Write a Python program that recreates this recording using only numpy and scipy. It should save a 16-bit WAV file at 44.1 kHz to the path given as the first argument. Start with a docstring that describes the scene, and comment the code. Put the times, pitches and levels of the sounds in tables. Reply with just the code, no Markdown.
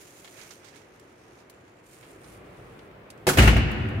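"""Heavy door in a domed stone hall

Ventilation hums softly while someone close by moves with a rustle of clothing and small ticks.
The metal latch clacks, then the heavy leaf slams, booms and rattles in its frame.
The stone walls ring on, and the dome sends back late, low echoes."""
import sys
import numpy as np
from scipy import signal
from scipy.fft import rfft, irfft
from scipy.io import wavfile
from scipy.ndimage import map_coordinates

SR = 44100
rng = np.random.default_rng(int(sys.argv[2]) if len(sys.argv) > 2 else 0)


def unload_wav(signal):
    """Save mono or channel-first audio to the path in sys.argv[1] as 16-bit WAV at rate SR, clipped to [-1, 1]."""
    wavfile.write(
        sys.argv[1],
        SR,
        np.round(np.clip(np.atleast_2d(signal).T, -1, 1) * 32767).astype(np.int16),
    )


N = 176400


def undb(db):
    """Decibels to gain."""
    return 10 ** (np.asarray(db) / 20)


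def along(points, hz):
    """Read (frequency [Hz], value) points on a log-frequency axis."""
    freqs, values = np.array(points, float).T
    return np.interp(np.log(np.maximum(hz, 1)), np.log(freqs), values)


def fader(points):
    """Gain ride through (time [s], level [dB]) points."""
    return undb(np.interp(np.arange(N) / SR, *np.array(points, float).T))


def pan(db):
    """Left and right gains for a left-minus-right level difference."""
    return undb(np.array([[db], [-db]]) / 2)


def add(out, start, sound):
    """Mix a sound in from a start time in seconds."""
    i = int(np.clip(start * SR, 0, N - 1))
    count = min(sound.shape[-1], N - i)
    out[:, i:i + count] += sound[..., :count]


def attack(t, rise_s):
    """Onset that eases up to full level."""
    return 1 - np.exp(-t / rise_s)


def fade(t, t60):
    """Exponential decay, 60 dB in t60 seconds."""
    return np.exp(-np.log(1000) * t / np.maximum(t60, 1e-3))


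def flutter(rate_hz):
    """Smooth random wandering with a spread near 1."""
    steps = rng.standard_normal(2048)
    return np.interp(np.arange(N) / SR * rate_hz, np.arange(len(steps)), steps)


def noise(colour, size, tilt_db=0):
    """Coloured stereo noise at unit level, centred in the bass, tilted per octave above 500 Hz."""
    # likeness of left and right: (frequency [Hz], correlation [0-1])
    likeness = [(40, 0.98), (125, 0.97), (250, 0.91), (500, 0.57), (1000, 0), (2000, 0.07), (15000, 0.03)]
    hz = np.fft.rfftfreq(size, 1 / SR)
    mid, side = np.exp(2j * np.pi * rng.random((2, len(hz))))
    alike = along(likeness, hz)
    stereo = mid * np.sqrt(1 + alike) + side * np.sqrt(1 - alike) * np.array([[1], [-1]])
    octaves = np.log2(np.maximum(hz, 500) / 500)
    x = irfft(stereo * undb(along(colour, hz) + tilt_db * octaves), size)
    return x / x.std()


def die_away(x, t60s):
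    """Let each three-quarter-octave band decay at its own rate."""
    size = x.shape[-1]
    t, hz, spectrum = np.arange(size) / SR, np.fft.rfftfreq(size, 1 / SR), rfft(x)
    centres = 50 * 2 ** np.arange(0, 8.5, .75)
    out = np.zeros_like(x)
    for centre in centres:
        band = along(list(zip(centres, centres == centre)), hz)
        out += irfft(spectrum * band, size) * fade(t, along(t60s, centre))
    return out


def ventilation():
    """A bed of softly wavering air noise over a low rumble."""
    # colours of air and rumble: (frequency [Hz], relative level [dB])
    air_colour = [(20, -46), (50, -18), (110, -2), (175, -9), (250, -5.5), (360, 0), (450, -3), (620, -6),
                  (850, -10.5), (1200, -11), (2400, -17), (3600, -27.5), (7000, -44), (15500, -70)]
    rumble_colour = [(20, -48), (48, 3), (85, -2), (120, 4.5), (200, -0.5), (400, -36)]
    # their swells: (time [s], relative level [dB])
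    air_ride = [(0, -56), (1.0, -55), (1.88, -57), (2.08, -53.5), (2.35, -50.5), (2.8, -51.5),
                (3.25, -50.5)]
    rumble_ride = [(0.0, -67), (0.05, -69), (1.88, -66.5), (2.5, -54.5), (3.14, -57), (3.2, -54)]
    air = noise(air_colour, N) * fader(air_ride) * undb(1.95 + .5 * flutter(rate_hz=6.74))
    rumble = noise(rumble_colour, N) * fader(rumble_ride) * undb(1)
    return air + rumble


def clothing():
    """Fabric rubs in uneven, grainy strokes; its colour wavers with the sliding speed."""
    # strokes: (start [s], length [s], level [dB], pan [dB], tilt [dB/octave], hiss centre [Hz])
    rubs = [(-.1, 0.74, -54.5, -3.5, 2.5, 6600), (0.303, 0.24, -55, -8.5, -2, 6200),
            (0.54, 0.35, -59, -9, -2, 6200), (0.79, 0.71, -65, -2.5, -0.5, 6160),
            (1.435, 0.45, -66, -2, -2, 6800), (1.815, 0.39, -58, -4, 2.5, 7950),
            (2.143, 0.29, -58.5, -3.5, 2.5, 9100), (2.39, 0.52, -67.5, -5.5, 0, 8700)]
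    # colour of the fabric: (frequency [Hz], relative level [dB])
    cloth = [(300, -21), (900, -7.5), (2200, 0.5), (3300, -6), (5200, -8), (7400, -8), (8100, -14),
             (9200, -5.5), (10800, -16), (12000, -12), (15500, -22)]
    fade_s, hiss_db, hiss_octaves = 0.096, 4, 0.24
    out, t = np.zeros((2, N)), np.arange(N) / SR
    hz = np.geomspace(200, 16000, 100)
    slide = np.cumsum(1 + .035 * flutter(rate_hz=9))
    for start, length, db, pan_db, tilt_db, hiss_hz in rubs:
        hiss_peak = hiss_db * np.exp(-(np.log2(hz / hiss_hz) / hiss_octaves) ** 2)
        colour = list(zip(hz, along(cloth, hz) + hiss_peak))
        grain_db = 1.4 * flutter(rate_hz=36.55) + 2.6 * flutter(rate_hz=400)
        stroke = np.clip(np.minimum(t - start, start + length - t) / fade_s, 0, 1) * undb(db + grain_db)
        on = stroke > 0
        texture = noise(colour, SR, tilt_db)
        hiss = np.array([map_coordinates(side, [slide[on] % SR], mode="wrap") for side in texture])
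        out[:, on] += hiss * stroke[on] * pan(pan_db)
    return out


def ticks():
    """Small ticks and scuffs of someone moving: noise bursts with a faint room tail."""
    # contacts: (time [s], level [dB], pan [dB], t60 [s], centre [Hz])
    contacts = [(0.2443, -45.5, -1, 0.13, 2500), (0.275, -46.5, -11, 0.055, 2750),
                (0.4126, -46, -13, 0.07, 4160), (0.5062, -44.5, -12, 0.1, 4100),
                (.6429, -56, -19, 0.25, 4500), (0.684, -57, -16, 0.13, 4500), (0.757, -54, -10, 0.24, 4800),
                (0.9965, -55, -18.5, 0.028, 6030), (1.385, -61.5, -9, 0.29, 3900),
                (1.497, -45, 1, 0.042, 7900), (2.027, -52.5, -4, 0.26, 2110), (2.242, -50, -5, 0.046, 4500),
                (2.791, -44.5, 4, 0.024, 2270), (2.912, -51, -12, 0.022, 1400),
                (3.1018, -40, -1.5, 0.043, 6100), (3.176, -55.5, -8, .022, 5000),
                (3.7143, -39.5, 2, 0.028, 13000), (3.8865, -52.5, -1, 0.061, 9500)]
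    # colour of a tick: (frequency [multiple of centre], relative level [dB])
    tick_colour = [(.06, -8), (.4, 2), (1, 2), (1.5, 2), (3, -14), (6, -24)]
    out, t = np.zeros((2, N)), np.arange(SR // 2) / SR
    room_tail = undb(-15) * fade(t, t60=0.13)
    for start, db, pan_db, t60, centre_hz in contacts:
        colour = [(multiple * centre_hz, level) for multiple, level in tick_colour]
        envelope = np.hypot(fade(t, t60), room_tail) * attack(t, rise_s=0.00081)
        add(out, start, noise(colour, len(t)) * envelope * pan(pan_db) * undb(db))
    return out


def hall(x):
    """Stone walls build a long, dark reverb; the dome returns late, low echoes."""
    # reverb decay: (frequency [Hz], t60 [s])
    decay = [(60, 0.5), (150, 2), (500, 4), (2500, 2), (5000, 0.95), (9000, 1.4), (15000, 4.5)]
    # reverb tone: (frequency [Hz], gain [dB])
    tone = [(35, -2), (60, -5.5), (110, -3.5), (220, -2), (500, -8.5), (1200, -7.5), (2600, -6.5),
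            (5000, -9.5), (7000, -18), (9000, -26), (15000, -34)]
    # dome reflections: (delay [s], level at the dome's resonance [dB])
    dome_echoes = [(.415, -7.5), (0.491, -15), (.565, -7.5)]
    predelay_s, dome_hz, dome_q = 0.011, 103.6, 5
    t, hz = np.arange(N) / SR, np.fft.rfftfreq(2 * N, 1 / SR)
    tail = die_away(noise([(20, 0), (20000, 0)], N), decay)
    tail *= attack(np.maximum(t - predelay_s, 0), rise_s=.027)
    tail_energy = SR * along(decay, hz) / (2 * np.log(1000))
    reverb = rfft(tail, 2 * N) * undb(along(tone, hz)) / np.sqrt(tail_energy)
    echoes = sum(undb(db) * np.exp(-2j * np.pi * hz * delay) for delay, db in dome_echoes)
    dome_band = 1 / (1 + 1j * dome_q * (hz / dome_hz - dome_hz / np.maximum(hz, 1)))
    return irfft(rfft(x, 2 * N) * (reverb + echoes * dome_band))[:, :N]


def metal(modes, t, t60, tilt_db=0):
    """Hardware rings in clusters of close, beating modes, voiced as peaks of decaying noise."""
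    hz = np.geomspace(100, 16000, 3000)
    gain = sum(undb(db) / (1 + 2 * ((hz - centre) / width) ** 2) for centre, db, width in modes)
    colour = np.column_stack([hz, 20 * np.log10(gain)])
    return noise(colour, len(t), tilt_db) * fade(t, t60)


def wood(modes, t, tilt_db=0, spread=0):
    """Damped wooden modes, randomly detuned by spread; a sharper blow tilts them toward the highs."""
    detunes = 1 + spread * rng.uniform(-1.13, 1, len(modes))
    out = np.zeros_like(t)
    for (hz, db, t60), detune in zip(modes, detunes):
        octaves = np.log2(hz / modes[0][0])
        out += undb(db + tilt_db * octaves) * fade(t, t60) * np.sin(2 * np.pi * hz * detune * t)
    return out


def frame_knock(t):
    """Wood knocks where leaf meets frame; the pitch shifts a little with the point of contact."""
    # modes of the knock: (frequency [Hz], relative level [dB], t60 [s])
    knock_modes = [(147.9, -12, 0.39), (355, -15, 0.099), (385, -1, .12), (490.7, -0.5, 0.087),
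                   (649, -4, 0.059), (695, 1, 0.043), (762.8, -7, 0.061)]
    return wood(knock_modes, t, spread=0.021)


def latch():
    """The bolt hits the strike plate in a quick cluster of clacks, first woody, then metallic."""
    # bolt strikes: (time [s], clack [dB], ring [dB], knock [dB], pan [dB])
    strikes = [(3.268, -19, -30, -21.5, 0.5), (3.276, -23.5, -35.5, -16, -3.5),
               (3.2875, -19.5, -17.5, -27.5, 1), (3.332, -29, -46, -51, -2)]
    # mode clusters of the latch metal: (frequency [Hz], relative level [dB], width [Hz])
    latch_modes = [(720, 0.5, 76), (1440, -0.5, 340), (3330, -3.5, 73), (7230, 5, 42), (10500, -4, 150),
                   (11200, -10.5, 200)]
    # clack colour: (frequency [Hz], relative level [dB])
    clack_colour = [(24, -43), (40, -18), (183, -7), (253, -6), (377, -8), (577, -14), (704, -10.5),
                    (998, -11), (1490, -10), (2450, -12), (10400, -21.5), (15500, -28)]
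    # clack decay: (frequency [Hz], t60 [s])
    clack_decay = [(100, 0.57), (600, 0.26), (3000, 0.12), (14000, 0.27)]
    out, t = np.zeros((2, N)), np.arange(SR // 2) / SR
    for start, clack_db, ring_db, knock_db, pan_db in strikes:
        clack = undb(clack_db) * die_away(noise(clack_colour, len(t)), clack_decay)
        ring = undb(ring_db) * metal(latch_modes, t, t60=0.11)
        knock = undb(knock_db) * frame_knock(t)
        add(out, start, pan(pan_db) * (clack + ring + knock) * attack(t, rise_s=0.00082))
    return out


def door():
    """The leaf slams and rebounds: the panel booms, the wood knocks, the fittings rattle and ring."""
    # blows on the frame, at relative levels: (time [s], rattle [dB], rattle tilt [dB/octave],
    # boom [dB], boom tilt [dB/octave], knock [dB], ring [dB], ring tilt [dB/octave])
    blows = [(3.3714, -17.5, 1, -35.5, 11.5, -20, -37, -14), (3.3846, -11, -0.63, -11.5, 1, -49, -15.5, 15),
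             (3.4201, -21.5, 2, -19, -1.5, -24.5, -26.5, -23),
             (3.4329, -19.5, -0.5, -24, 2.5, -23.5, -24.5, -7),
             (3.4552, -24.5, 0, -38, 3.5, -30.3, -28, -11),
             (3.4734, -15, -1.02, -23.5, -3, -22, -18.5, -4.5),
             (3.5288, -34.5, 0.5, -28, 6.5, -24.5, -30, -5), (3.5625, -23.5, -2, -24.5, 4, -28, -23.5, -7)]
    # panel modes: (frequency [Hz], relative level [dB], t60 [s])
    leaf_modes = [(57.47, -4, 1.1), (66.4, -15, 1.2), (93.8, -7, 0.38), (114.1, 0.5, 0.38),
                  (149.4, -13.5, 0.42), (213.3, -9.5, 0.42), (283, -9.5, 0.19)]
    # mode clusters of the fittings: (frequency [Hz], relative level [dB], width [Hz])
    fitting_modes = [(1417, -9, 32), (1570, -12, 35), (1746, -9, 32), (1855, -1, 20), (2180, -3, 79),
                     (2350, -10, 68), (2566, -5, 71), (2740, -.5, 54), (2927, 1.5, 90)]
    # rattle colour: (frequency [Hz], relative level [dB])
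    rattle_colour = [(30, -20), (65, 12), (150, 7), (400, -1), (700, 2), (1050, -.5), (1350, 1),
                     (1800, 1.5), (2400, 0), (2950, -6), (3300, -6.5), (5000, -13.5), (10000, -16.5),
                     (15500, -19.5)]
    # rattle decay: (frequency [Hz], t60 [s])
    rattle_decay = [(100, 0.71), (600, 0.2), (2500, 0.21), (6000, 0.29), (14000, 0.13)]
    out, t = np.zeros((2, N)), np.arange(SR) / SR
    for start, rattle_db, rattle_tilt, boom_db, boom_tilt, knock_db, ring_db, ring_tilt in blows:
        rattle = undb(rattle_db + 0.5) * die_away(noise(rattle_colour, SR, rattle_tilt), rattle_decay)
        ring = undb(ring_db) * metal(fitting_modes, t, t60=.14, tilt_db=ring_tilt)
        boom = undb(boom_db) * wood(leaf_modes, t, boom_tilt) * attack(t, rise_s=0.0026)
        knock = undb(knock_db) * frame_knock(t)
        clatter = (rattle + ring + knock) * attack(t, rise_s=0.0015)
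        add(out, start, pan(db=0.65) * (clatter + boom))
    return out


def scene():
    """The slam and its reverb over the quiet air and close rustle."""
    slam = latch() + door()
    return slam + hall(slam) + ventilation() + clothing() + ticks()


def record(dry):
    """Clip the peaks at full scale, then cut the very top."""
    top_hz = 15700
    lowpass = signal.ellip(10, .1, 80, top_hz, fs=SR, output="sos")
    return signal.sosfilt(lowpass, np.clip(dry, -1, 1))


dry = scene()
out = record(dry)
unload_wav(out)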